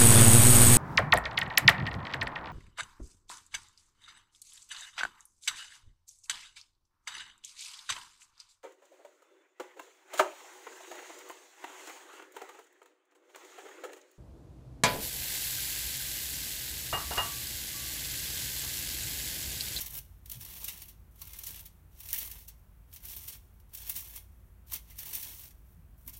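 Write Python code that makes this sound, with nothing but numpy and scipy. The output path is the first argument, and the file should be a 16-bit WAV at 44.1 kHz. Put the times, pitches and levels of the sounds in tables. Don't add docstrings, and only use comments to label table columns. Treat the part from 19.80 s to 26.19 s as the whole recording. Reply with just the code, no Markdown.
import sys
import numpy as np
from scipy import signal
from scipy.fft import rfft, irfft
from scipy.io import wavfile
from scipy.ndimage import map_coordinates

SR = 44100
rng = np.random.default_rng(int(sys.argv[2]) if len(sys.argv) > 2 else 0)


def output_pcm(signal):
    pcm = np.clip(np.atleast_2d(signal).T, -1, 1) * 32767
    wavfile.write(sys.argv[1], SR, np.round(pcm).astype(np.int16))


N = 281799
TIME_S = np.arange(N) / SR
CUTOFF_HZ = 15850

# bite, hardest pull and lift in seconds, blade crackle in dB, turf rasp in dB,
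# build-up in dB, easing off in dB.
PULLS = [(0.0, 0.03, 0.21, -46.5, -52.5, -6.5, 9.5), (0.618, 0.834, 1.06, -47, -53, 2.5, 6.5),
         (1.408, 1.674, 1.804, -49.5, -56, 8.5, 0), (2.206, 2.387, 2.634, -41, -48, 16.5, 16),
         (3.27, 3.33, 3.541, -48, -56.5, -1.5, 0.5), (3.954, 4.16, 4.39, -46, -53.5, 4.5, 10),
         (5.187, 5.345, 5.666, -42.5, -51, 7, 10), (6.345, 6.38, 6.35, -52.5, -63, 1, -4)]
# peak in seconds, crackle in dB,
# rasp in dB, rise and fade in seconds.
BRUSH_CONTACTS = [(0.138, -42.5, -49.5, 0.0092, 0.035), (.176, -41, -52.5, .012, .018),
                  (.525, -45.5, -53, 0.022, 0.055), (1.40, -58.5, -68, 0.041, 0.022),
                  (2.19, -59.5, -67, 0.053, .02), (3.15, -53, -64.5, 0.027, .03),
                  (3.25, -55, -62, 0.033, .02), (4.366, -44, -53.5, 0.031, 0.023),
                  (4.944, -38.5, -48, 0.024, 0.025), (5.11, -54.5, -60, 0.026, 0.024),
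                  (5.93, -69.5, -83, .08, 0.042), (6.259, -66, -94, 0.16, 0.034),
                  (6.285, -49, -59, 0.012, 0.016)]
# peak in seconds, snap in dB, clatter in dB, fade in seconds.
TINE_SNAGS = [(0.0112, -30, -43, .012), (.0631, -34, -48, 0.0085), (0.108, -36, -58, 0.0054),
              (0.4594, -43, -57.5, .005), (0.4985, -35.5, -51, 0.0048), (0.5163, -33.5, -50, 0.0065),
              (0.6103, -40, -51.5, 0.0067), (0.65, -39, -51.5, 0.0057), (.844, -29.5, -44, 0.0078),
              (0.8832, -28.5, -38.5, 0.01), (.9354, -45, -57, .005), (1.022, -36.5, -58, 0.0044),
              (1.086, -44, -59, 0.015), (1.418, -33.5, -51.5, 0.0058), (1.4546, -46, -68, .005),
              (1.4737, -42.5, -59, 0.007), (1.534, -37.5, -51.5, 0.0044), (1.5895, -34.5, -54, 0.0077),
              (1.6366, -38, -49, 0.0064), (1.6684, -33.5, -46.5, 0.012), (1.762, -42, -59, 0.008),
              (1.858, -42, -57.5, 0.013), (2.2047, -39.5, -51, 0.0053), (2.234, -47, -65, 0.01),
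              (2.289, -36, -46, .005), (2.3062, -35, -52, 0.011), (2.3305, -20.5, -50, 0.0031),
              (2.337, -30, -48, 0.0066), (2.343, -29.5, -48, 0.011), (2.3617, -31, -48, 0.0069),
              (2.3851, -32, -63, 0.013), (2.4066, -35, -52.5, 0.016), (2.515, -35.5, -53.5, 0.0094),
              (2.683, -40.5, -54.5, 0.012), (3.129, -48, -58, 0.0064), (3.138, -40, -61, .004),
              (3.162, -39.5, -53, 0.0085), (3.2546, -41, -54.5, 0.012), (3.298, -40, -52, .013),
              (3.483, -36.5, -54.5, 0.017), (3.526, -45, -53.5, 0.017), (3.801, -60, -73, 0.0078),
              (3.9373, -41, -63, 0.0073), (3.9496, -32.5, -49, .006), (3.9751, -41, -58, 0.013),
              (4.097, -27.5, -42.5, 0.0095), (4.163, -30.5, -47, .022), (4.284, -43, -68, .003),
              (4.921, -32, -43, 0.0037), (4.9362, -27.5, -42.5, 0.0088), (4.96, -35, -44, 0.0057),
              (5.189, -35, -48.5, 0.011), (5.258, -38, -53, .007), (5.3353, -33, -46, 0.012),
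              (5.352, -31, -51, 0.011), (5.43, -36, -46, 0.013), (5.449, -37, -48, 0.0067),
              (5.651, -58, -73, 0.0029), (5.7088, -52, -60, 0.0061), (6.278, -35, -62, .007),
              (6.2946, -38.5, -58, 0.0063), (6.336, -43.5, -56, .012), (6.371, -45, -68, .01)]
STEM_EDGES_HZ = [1500, 2600, 4200, 6500, 9500, 12500]
# frequency in Hz, relative density in dB.
GRASS_SPECTRUM = [(150, -14), (350, -13.5), (600, -16.5), (950, -14.5), (1350, -16.5), (1900, -14.5),
                  (3000, -9.5), (4400, -11), (4950, -14), (5600, -5.5), (7400, -9), (9700, -3.5),
                  (10400, -6), (11900, 1)]
# frequency in Hz, relative level in dB, T60 in seconds.
FAN_MODES = [(974, -45, .06), (1745, -16, 0.13), (2144, -1, 0.13), (2610, -11, 0.054), (2910, -9, 0.067),
             (3300, -3, 0.065), (3627, -3.5, 0.03), (4530, -0.5, 0.032), (5520, -7, 0.047),
             (5800, -10, 0.062), (7700, -1.5, 0.15), (9550, 5.5, 0.12), (11340, 9.5, 0.06),
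             (12900, 0, 0.11), (13700, -1, .1), (15000, 3, 0.11), (15200, 6, 0.072)]
# time in seconds, level in dB, favoured pitch in Hz.
HEAD_KNOCKS = [(0.883, -51, 2420), (0.951, -68, 2900), (1.02, -61.5, 3000), (1.416, -61.5, 1040),
               (2.334, -41.5, 1760), (2.348, -52, 2520), (4.921, -55, 1040), (5.11, -62.5, 2100),
               (5.188, -58, 2120), (6.276, -63, 1030), (6.28, -59.5, 2160)]
# frequency in Hz, relative level in dB, T60 in seconds.
HEAD_MODES = [(1033, -2, 0.24), (1794, -4, 0.13), (2190, 1.5, 0.19), (2710, 6, 0.15), (2950, -5.5, 0.27)]
# time in seconds, pitch in Hz, level in dB.
GROUND_BUMPS = [(.12, 130, -54.5), (.56, 124, -53.5), (5.944, 157, -55), (6.26, 252, -60), (6.3, 94.5, -53)]
# delay in seconds, gain in dB.
GARDEN_ECHOES = [(.0045, -20), (.021, -20), (0.045, -22.5)]
# frequency in Hz, relative density in dB.
AIR_SPECTRUM = [(22, -9), (35, -2.5), (55, 1.5), (85, -1), (115, -9), (170, -13), (260, -24), (500, -27.5),
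                (1000, -28.5), (2200, -35.5), (5000, -46.5), (8000, -44), (15000, -37.5)]
# time in seconds, level in dB.
RUMBLE_ENVELOPE = [(0, -68.5), (.8, -66), (2.0, -72), (4.2, -76), (5.4, -69), (6.39, -69.5)]
# frequency in Hz, relative level in dB, wander as a share of the pitch.
HUM_NOTES = [(53.3, 0, .012), (85.1, -5.5, 0.01364), (360.5, -24.5, 0.0067)]
# time in seconds, level in dB.
HUM_ENVELOPE = [(0, -58.5), (2.0, -59), (3.1, -62), (3.5, -61.5), (3.67, -56.5), (3.9, -60), (4.9, -57.5),
                (5.7, -63), (6.39, -58)]


def rake():
    contacts = stem_flicker(drag() + snags(), depth_db=1.82, rate_hz=24.5)
    return colour(contacts, GRASS_SPECTRUM) + from_db(-27) * wire_fan(contacts) + head_knocks()


def drag():
    crackle, rasp = pull_envelopes()
    tearing = tufts(per_s=170, spread_db=1.5, fade_s=0.003, steady=0.9)
    catching = catches(per_s=40, spread_db=1, fade_s=0.01, steady=3.2)
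    blades = cut(cracks(per_s=4000, spread_db=0), 4200, "high") * crackle * from_db(0.17)
    thatch = cut(cracks(per_s=4000, spread_db=1.5), 5170, "low") * rasp * from_db(12)
    return (blades + thatch) * tearing * catching


def pull_envelopes(bite_db_per_s=440, lift_db_per_s=348, shed_db=-73, shed_db_per_s=22):
    crackle_power, rasp_power = np.zeros((2, N))
    for bite_s, hardest_s, lift_s, crackle_db, rasp_db, build_db, ease_db in PULLS:
        before_s = np.maximum(bite_s - TIME_S, 0)
        after_s = np.maximum(TIME_S - lift_s, 0)
        force_db = np.interp(TIME_S, [bite_s, hardest_s, lift_s], [-build_db, 0, -ease_db])
        force_db -= bite_db_per_s * before_s + lift_db_per_s * after_s
        shed = from_db(shed_db - shed_db_per_s * after_s) * (after_s > 0)
        crackle_power += from_db(crackle_db + force_db) ** 2 + shed ** 2
        rasp_power += from_db(rasp_db + force_db) ** 2
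    for peak_s, crackle_db, rasp_db, rise_s, fade_s in BRUSH_CONTACTS:
        span, shape = swell(peak_s, rise_s, fade_s)
        crackle_power[span] += (from_db(crackle_db) * shape) ** 2
        rasp_power[span] += (from_db(rasp_db) * shape) ** 2
    return np.sqrt(crackle_power), np.sqrt(rasp_power)


def cracks(per_s, spread_db):
    sizes = from_db(spread_db * np.minimum(rng.exponential(1, N), 4))
    signs = rng.choice([-1, 1], N)
    return unit_rms(sizes * signs * (rng.random(N) < per_s / SR))


def tufts(per_s, spread_db, fade_s, steady):
    tears = cracks(per_s, spread_db) ** 2
    pole = np.exp(-1 / (fade_s * SR))
    power = signal.lfilter([1 - pole], [1, -pole], tears + 1e-18)
    return unit_rms(np.sqrt(steady + power))


def catches(per_s, spread_db, fade_s, steady):
    gaps, sizes = rng.random((600, 2)).T
    onsets = (np.cumsum(0.4 + 1.2 * gaps) / per_s * SR).astype(int)
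    inside = onsets < N
    kicks = np.zeros(N)
    kicks[onsets[inside]] = from_db(spread_db * sizes[inside]) ** 2
    pole = np.exp(-1 / (fade_s * SR))
    power = signal.lfilter([1], [1, -pole], kicks + 1e-18)
    return unit_rms(np.sqrt(steady + power / power.mean()))


def snags(rise_share=0.26, clatter_stretch=1.83):
    snap_power, clatter_power = np.zeros((2, N))
    for peak_s, snap_db, clatter_db, fade_s in TINE_SNAGS:
        rise_s = rise_share * fade_s
        span, shape = swell(peak_s, rise_s, fade_s)
        snap_power[span] += (from_db(snap_db) * shape) ** 2
        span, shape = swell(peak_s, rise_s, fade_s * clatter_stretch)
        clatter_power[span] += (from_db(clatter_db) * shape) ** 2
    stems = from_db(-3) * cut(np.sqrt(snap_power) * cracks(per_s=11000, spread_db=1.5), 3800, "high")
    edge = from_db(19) * cut(snap_power * rng.standard_normal(N), 10500, "high")
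    clatter = np.sqrt(clatter_power) * cracks(per_s=8300, spread_db=-1)
    wires = from_db(11.5) * cut(cut(clatter, 6300, "low"), 1300, "high")
    return stems + edge + wires


def stem_flicker(x, depth_db, rate_hz):
    lows = [signal.sosfiltfilt(signal.butter(2, hz, fs=SR, output="sos"), x) for hz in STEM_EDGES_HZ]
    bands = np.diff([np.zeros(N), *lows, x], axis=0)
    return sum(band * unit_rms(from_db(depth_db * drift(rate_hz))) for band in bands)


def wire_fan(contacts, lag_s=0.001, flex_s=0.00013):
    ringing = sum(from_db(db) * ring(contacts, hz, t60_s) for hz, db, t60_s in FAN_MODES)
    flexed_time_s = TIME_S - lag_s + flex_s * drift(rate_hz=6.8)
    return map_coordinates(ringing, [flexed_time_s * SR], order=3)


def head_knocks(falloff_db_per_octave=34):
    rings = []
    for time_s, knock_db, favoured_hz in HEAD_KNOCKS:
        for hz, mode_db, t60_s in HEAD_MODES:
            db = knock_db + mode_db - falloff_db_per_octave * abs(np.log2(hz / favoured_hz))
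            rings.append((time_s, hz, db, t60_s / np.log(1000)))
    return blows(rings, width_share=0.078)


def ground_bumps(fade_s=0.077):
    return blows([(time_s, hz, db, fade_s) for time_s, hz, db in GROUND_BUMPS], width_share=0.13)


def blows(rows, width_share):
    out = np.zeros(N)
    for time_s, hz, db, fade_s in rows:
        band_hz = [hz / (1 + width_share), hz * (1 + width_share)]
        cluster = unit_rms(cut(rng.standard_normal(SR), band_hz, "band"))
        span, shape = swell(time_s, 1 / hz, fade_s)
        out[span] += from_db(db) * cluster[-len(shape):] * shape
    return out


def garden(x, t60_s, tail_db):
    dull = cut(x, 12000, "low", order=1)
    echoes = sum(from_db(db) * np.interp(TIME_S - delay_s, TIME_S, dull, left=0)
                 for delay_s, db in GARDEN_ECHOES)
    scatter = rng.standard_normal(SR) * from_db(-60 * TIME_S[:SR] / t60_s)
    tail = signal.fftconvolve(dull, scatter / np.linalg.norm(scatter))[:N]
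    return echoes + from_db(tail_db) * tail


def background():
    air = from_db(-57.5) * colour(rng.standard_normal(N), AIR_SPECTRUM)
    rumble_db = np.interp(TIME_S, *np.transpose(RUMBLE_ENVELOPE))
    rumble = from_db(rumble_db) * unit_rms(cut(rng.standard_normal(N), [95, 210], "band"))
    return air + rumble + engine_hum()


def engine_hum(waver_db=2):
    level_db = np.interp(TIME_S, *np.transpose(HUM_ENVELOPE))
    out = np.zeros(N)
    for hz, note_db, wander_share in HUM_NOTES:
        rms = from_db(level_db + note_db + waver_db * drift(rate_hz=6.4))
        pitch_hz = hz * (1 + wander_share * drift(rate_hz=3))
        out += rms * np.sqrt(2) * np.sin(2 * np.pi * np.cumsum(pitch_hz) / SR)
    return out


def swell(peak_s, rise_s, fade_s):
    start = max(int((peak_s - 0.08) * SR), 0)
    span = slice(start, start + SR // 2)
    t_s = TIME_S[span] - peak_s
    exponent = np.minimum(t_s / rise_s, -t_s / fade_s)
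    return span, np.exp(np.maximum(exponent, -30))


def ring(x, hz, t60_s):
    radius = from_db(-60 / (t60_s * SR))
    angle = 2 * np.pi * hz / SR
    gain = np.sin(angle) * np.sqrt(2 * (1 - radius ** 2))
    return signal.lfilter([0, gain], [1, -2 * radius * np.cos(angle), radius ** 2], x + 1e-18)


def colour(x, spectrum, size=8192):
    hz, db = np.transpose(spectrum)
    grid_hz = np.maximum(np.fft.rfftfreq(size, 1 / SR), 1)
    gain = from_db(np.interp(np.log(grid_hz), np.log(hz), db))
    gain /= np.sqrt(np.mean(gain ** 2 * (grid_hz < CUTOFF_HZ)))
    cepstrum = irfft(np.log(gain))
    cepstrum[1:size // 2] *= 2
    cepstrum[size // 2 + 1:] = 0
    impulse = irfft(np.exp(rfft(cepstrum)))
    return signal.fftconvolve(x, impulse)[:N]


def drift(rate_hz, hop=40, settle=2000):
    pole = np.exp(-2 * np.pi * rate_hz * hop / SR)
    noise = rng.standard_normal(N // hop + settle + 2)
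    slow = signal.lfilter([1], [1, -2 * pole, pole ** 2], noise)[settle:]
    return np.interp(np.arange(N) / hop, np.arange(len(slow)), unit_rms(slow))


def cut(x, hz, kind, order=2):
    return signal.sosfilt(signal.butter(order, hz, kind, fs=SR, output="sos"), x)


def from_db(db):
    return 10 ** (np.asarray(db) / 20)


def unit_rms(x):
    return x / np.sqrt(np.mean(x ** 2) + 1e-20)


def scene():
    raking = rake()
    return (raking + garden(raking, t60_s=0.92, tail_db=-20.5) + ground_bumps() + background())[None]


def record(dry):
    thinned = cut(dry, 20, "high")
    return signal.sosfilt(signal.ellip(12, 0.2, 70, CUTOFF_HZ, fs=SR, output="sos"), thinned)


dry = scene()
out = record(dry)
output_pcm(out)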